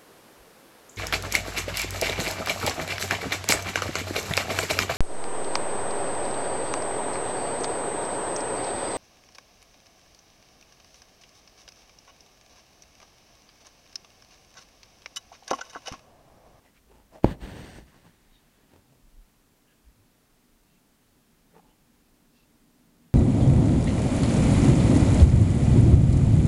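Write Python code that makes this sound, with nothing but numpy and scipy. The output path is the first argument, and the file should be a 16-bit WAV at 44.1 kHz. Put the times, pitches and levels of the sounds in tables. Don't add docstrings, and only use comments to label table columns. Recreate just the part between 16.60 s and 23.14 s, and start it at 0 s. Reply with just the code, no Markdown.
import sys
import numpy as np
from scipy import signal
from scipy.fft import rfft, irfft, next_fast_len
from scipy.io import wavfile
from scipy.ndimage import uniform_filter1d

SR = 44100
rng = np.random.default_rng(int(sys.argv[2]) if len(sys.argv) > 2 else 0)


def store_wav(level_fs):
    pcm = np.round(np.clip(np.atleast_2d(level_fs), -1, 1) * 32767)
    wavfile.write(sys.argv[1], SR, pcm.T.astype(np.int16))


N = 288414
T = np.arange(N) / SR

# frequency in Hz, relative spectral density in dB.
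AIR_SPECTRUM = [(12, -38.5), (20, 5), (49, -7), (74, -10.5), (234, -8), (293, -8.5), (337, -16),
                (377, -12.5), (513, -17), (558, -17.5), (2990, -25.5), (14700, -29), (16000, -31)]
DRONE_SPECTRUM = [(60, -32), (120, -15), (160, -2.5), (200, -11), (243, 5.5), (262, -7.5), (295, -3.5),
                  (370, -20), (1000, -30), (5000, -52)]
RUB_SPECTRUM = [(40, -5), (170, -1), (450, -2), (900, -4.5), (1200, -15), (1800, -19.5), (2100, -20),
                (2700, -16), (3500, -24.5), (8500, -28.5), (16000, -40)]
RASP_SPECTRUM = [(300, -17.5), (900, -3.5), (1250, -5.5), (1750, -3), (2300, -5.5), (3000, -3.5),
                 (4500, -10), (5200, -19), (7600, -18), (9000, -23.5), (10000, -25), (11800, -21),
                 (16000, -25.5)]
DRUM_SPECTRUM = [(20, -8), (45, 1), (75, 0.5), (100, 0.5), (160, 2), (330, -4.5), (520, -11), (880, -14.5),
                 (1100, -26.5), (2500, -45), (8000, -71.5)]
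# centre in seconds, half length in seconds,
# level in dB, resonance in Hz, its level relative to the broad noise in dB.
CLOTH_RUBS = [(0.056, 0.038, -60.5, 695, -17), (0.314, 0.034, -59.5, 390, -0.5),
              (0.38, 0.045, -59, 850, -9), (0.559, 0.032, -46.5, 645, 4), (1.348, 0.025, -58.5, 1090, -3.5),
              (1.461, 0.019, -57, 1050, -6), (2.152, 0.042, -56.5, 296.6, -4),
              (2.342, 0.051, -64.5, 556, -7.5), (4.957, 0.03, -56.5, 456, 9), (4.981, 0.019, -57, 806, 7.5),
              (5.077, 0.06, -64.5, 846, -4)]
# centre in seconds, half length in seconds, hiss level in dB,
# hiss frequency in Hz, nominal hiss width in Hz, squeak in Hz, its level relative to the hiss in dB.
NEEDLE_SLIDES = [(0.074, 0.033, -70.5, 1980, 1000, 2000, -1.5), (0.167, 0.025, -66, 1770, 1250, 2300, -13),
                 (0.55, 0.022, -66.5, 4300, 2500, 1920, -4), (1.761, 0.034, -69.5, 3260, 905, 3710, 1.5),
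                 (3.11, 0.031, -69, 2782, 400, 1630, 0.5), (4.127, 0.077, -78, 2700, 1000, 2700, -3),
                 (4.948, .03, -73.5, 1500, 400, 1770, -11), (5.108, 0.021, -76, 3010, 498, 2975, -1.5),
                 (5.79, 0.062, -71, 3504, 1470, 2720, -2)]
# centre in seconds, half length in seconds, peak level in dB,
# frequency in Hz.
HOOP_SWAYS = [(0.352, 0.16, -57.5, 52), (0.836, 0.022, -33.5, 52.3), (1.203, 0.056, -44.5, 56),
              (1.47, 0.025, -52.5, 169), (1.709, 0.071, -56, 33.7), (2.175, 0.048, -58, 87),
              (2.33, 0.077, -61, 128), (2.462, 0.035, -49.5, 32.4), (2.584, 0.052, -43.5, 31.1),
              (3.28, 0.026, -48, 58), (3.406, 0.043, -59, 105), (4.97, 0.052, -58, 170)]
# time in seconds, relative level in dB.
POP_EVENTS = [(0.6439, -0.5), (1.185, -37.5)]
# frequency in Hz, relative level in dB, time to decay by 60 dB in seconds.
MEMBRANE_MODES = [(52, -21, .22), (118.26, -13, .08), (209.7, -6, .024), (310, -6.5, .026),
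                  (560, -8, .0103), (830, -10.5, 0.016)]
STEEL_MODES = [(1400, -16.5, .004), (2320, -9.5, 0.0048), (2880, -19, 0.003), (4250, -23, 0.0098),
               (7498, -25, .0015), (12600, -30, .0045)]
# start in seconds, end in seconds, relative rasp level in dB, its fall in dB per second,
# attack in seconds, release in seconds.
THREAD_DRAWS = [(0.644, 0.722, -48, 23, 0.0099, 0.016), (0.833, 0.906, -51, -3, 0.029, 0.029),
                (0.974, 1.192, -51, 27, 0.057, 0.031), (1.278, 1.501, -67.5, -3.5, .03, 0.071),
                (1.56, 2.16, -73, -2.5, 0.027, 0.024)]
# frequency in Hz, nominal width in Hz, relative level in dB.
RASP_RESONANCES = [(1720, 320, -4), (2850, 200, -16), (3500, 300, -17), (4450, 300, -17), (8500, 380, -23)]
ZIP_RESONANCES = [(1740, 410, -1), (4520, 400, -6), (5730, 600, -5.5), (6750, 400, -12), (8450, 510, -4.5)]


def from_db(db):
    return 10 ** (np.asarray(db) / 20)


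def rms_one(x):
    return x / np.sqrt(np.mean(x ** 2) + 1e-20)


def coloured(x, spectrum):
    hz, db = np.transpose(spectrum)
    size = next_fast_len(N)
    bin_hz = np.maximum(np.fft.rfftfreq(size, 1 / SR), 1)
    response = from_db(np.interp(np.log(bin_hz), np.log(hz), db))
    return rms_one(irfft(rfft(x, size) * response, size)[:N])


def resonate(x, hz, width_hz):
    r = np.exp(-np.pi * width_hz / SR)
    return rms_one(signal.lfilter([1, 0, -1], [1, -2 * r * np.cos(2 * np.pi * hz / SR), r * r], x))


def steep_band(x, hz, width_hz):
    return resonate(resonate(x, hz, 2 * width_hz), hz, 2 * width_hz)


def ring(push, hz, t60):
    r, c = np.exp(-np.log(1000) / (t60 * SR)), np.cos(2 * np.pi * hz / SR)
    return signal.lfilter([1, -r * c], [1, -2 * r * c, r * r], push + 1e-18)


def swell(centre_s, half_length_s):
    return np.exp(-((T - centre_s) / half_length_s) ** 2)


def stroke(start, end, attack_s, release_s):
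    return np.exp(-(np.minimum(T - start, 0) / attack_s) ** 2 - np.maximum(T - end, 0) / release_s)


def drift(samples):
    return rms_one(uniform_filter1d(rng.standard_normal(N), size=samples))


def slips(per_s, spread_db):
    slipping = rng.random(N) < per_s / SR
    return rms_one(slipping * rng.standard_normal(N) * from_db(spread_db * rng.standard_normal(N)))


def room():
    swell_top_s, swell_db_per_s = 6.5, 9
    air = from_db(-63.5) * coloured(rng.standard_normal(N), AIR_SPECTRUM)
    drone_gain = from_db(-77) + from_db(-63 - swell_db_per_s * np.abs(T - swell_top_s))
    return air + drone_gain * coloured(rng.standard_normal(N), DRONE_SPECTRUM)


def cloth_rubs(width_hz):
    broad = coloured(slips(per_s=850, spread_db=0.5), RUB_SPECTRUM)
    drive = signal.sosfilt(signal.butter(2, 2200, fs=SR, output="sos"), slips(per_s=2500, spread_db=3))
    out = np.zeros(N)
    for centre_s, half_length_s, db, hz, resonance_db in CLOTH_RUBS:
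        resonance = from_db(resonance_db) * resonate(drive, hz, width_hz)
        out += from_db(db) * swell(centre_s, half_length_s) * rms_one(broad + resonance)
    return out


def needle_slides(squeak_width_hz):
    friction = slips(per_s=8000, spread_db=5.5)
    out = np.zeros(N)
    for centre_s, half_length_s, db, hiss_hz, width_hz, squeak_hz, squeak_db in NEEDLE_SLIDES:
        hiss = steep_band(friction, hiss_hz, width_hz)
        squeak = from_db(squeak_db) * steep_band(friction, squeak_hz, squeak_width_hz)
        out += from_db(db) * swell(centre_s, half_length_s) * (hiss + squeak)
    return out


def hoop_sways(jitter_rad):
    phases = rng.uniform(0, 2 * np.pi, len(HOOP_SWAYS))
    tremor = uniform_filter1d(jitter_rad * drift(samples=900), size=300)
    out = np.zeros(N)
    for (centre_s, half_length_s, db, hz), phase in zip(HOOP_SWAYS, phases):
        swing = np.sin(2 * np.pi * hz * (T - centre_s) + phase + tremor)
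        out += from_db(db) * swell(centre_s, half_length_s) * swing
    return out


def pops(load_s, gain_db, cloth_top_hz, eye_lag_s, crackle_db, crackle_s):
    push = sum(from_db(db + gain_db) * (T <= s) * np.exp(-np.abs(T - s) / load_s) / (load_s * SR)
               for s, db in POP_EVENTS)
    cloth = sum(from_db(db) * ring(push, hz, t60) for hz, db, t60 in MEMBRANE_MODES)
    soft_cloth = signal.sosfilt(signal.butter(6, cloth_top_hz, fs=SR, output="sos"), cloth)
    eye_push = np.interp(T - eye_lag_s, T, push)
    tick = sum(from_db(db) * ring(eye_push, hz, t60) for hz, db, t60 in STEEL_MODES)
    crackle_envelope = signal.lfilter([1], [1, -np.exp(-1 / (crackle_s * SR))], eye_push + 1e-18)
    fibres = coloured(slips(per_s=19000, spread_db=0), RASP_SPECTRUM)
    return soft_cloth + from_db(-4.5) * tick + from_db(crackle_db) * crackle_envelope * fibres


def draw_gains(surge_db, firm_pull_db, drum_db_per_db, taut_s, slack_db_per_s):
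    rasp, drum = 0, 0
    surge = rms_one(uniform_filter1d(drift(samples=1500), size=1000))
    for start, end, db, fall_db_per_s, attack_s, release_s in THREAD_DRAWS:
        effort_db = db - fall_db_per_s * np.clip(T - start, 0, end - start) + surge_db * surge
        drum_db = -39 + drum_db_per_db * (effort_db - firm_pull_db)
        rasp = np.hypot(rasp, from_db(effort_db) * stroke(start, end, attack_s, release_s))
        drum = np.hypot(drum, from_db(drum_db) * stroke(start, end, attack_s, release_s=0.05))
    zip_share = from_db(-4.5 - slack_db_per_s * np.abs(T - taut_s))
    return rasp, drum, rasp * zip_share


def shudder_gain(gain_db, rise_s, decay_s):
    ages = [(np.maximum(T - s, 0), db) for s, db in POP_EVENTS]
    return sum(from_db(gain_db + db) * (1 - np.exp(-age / rise_s)) * np.exp(-age / decay_s)
               for age, db in ages)


def fibre_resonances(grip, resonances):
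    return sum(from_db(db) * steep_band(grip * slips(per_s=4000, spread_db=0.5), hz, width_hz)
               for hz, width_hz, db in resonances)


def thread(twists_per_s, twist_depth, wander):
    rasp_gain, drum_gain, zip_gain = draw_gains(
        surge_db=0.76, firm_pull_db=-49.5, drum_db_per_db=1.4, taut_s=1.18, slack_db_per_s=19)
    cloth_gain = drum_gain + shudder_gain(gain_db=-21, rise_s=0.014, decay_s=0.022)
    speed = 1 + wander * drift(samples=1500)
    grip = rms_one(1 + twist_depth * np.sin(2 * np.pi * twists_per_s * np.cumsum(speed) / SR))
    friction = grip * slips(per_s=9000, spread_db=-0.5)
    rasp = rms_one(coloured(friction, RASP_SPECTRUM) + fibre_resonances(grip, RASP_RESONANCES))
    drumming = coloured(friction, DRUM_SPECTRUM)
    zipping = fibre_resonances(grip, ZIP_RESONANCES)
    return rasp_gain * rasp + cloth_gain * drumming + zip_gain * zipping


def scene():
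    needle = pops(load_s=0.0001, gain_db=2.48, cloth_top_hz=907,
                  eye_lag_s=0.00052, crackle_db=-30, crackle_s=0.002)
    floss = from_db(-0.5) * thread(twists_per_s=130, twist_depth=0.1, wander=0.4)
    handling = cloth_rubs(width_hz=73) + needle_slides(squeak_width_hz=94) + hoop_sways(jitter_rad=0.6)
    return (needle + floss + handling + room())[None]


def record(dry):
    low_hz, top_hz, ceiling = 18, 15800, 1.3
    thinned = signal.sosfilt(signal.butter(2, low_hz, "high", fs=SR, output="sos"), dry)
    rounded = ceiling * np.tanh(thinned / ceiling)
    return signal.sosfilt(signal.ellip(12, 0.1, 80, top_hz, fs=SR, output="sos"), rounded)


dry = scene()
out = record(dry)
store_wav(out)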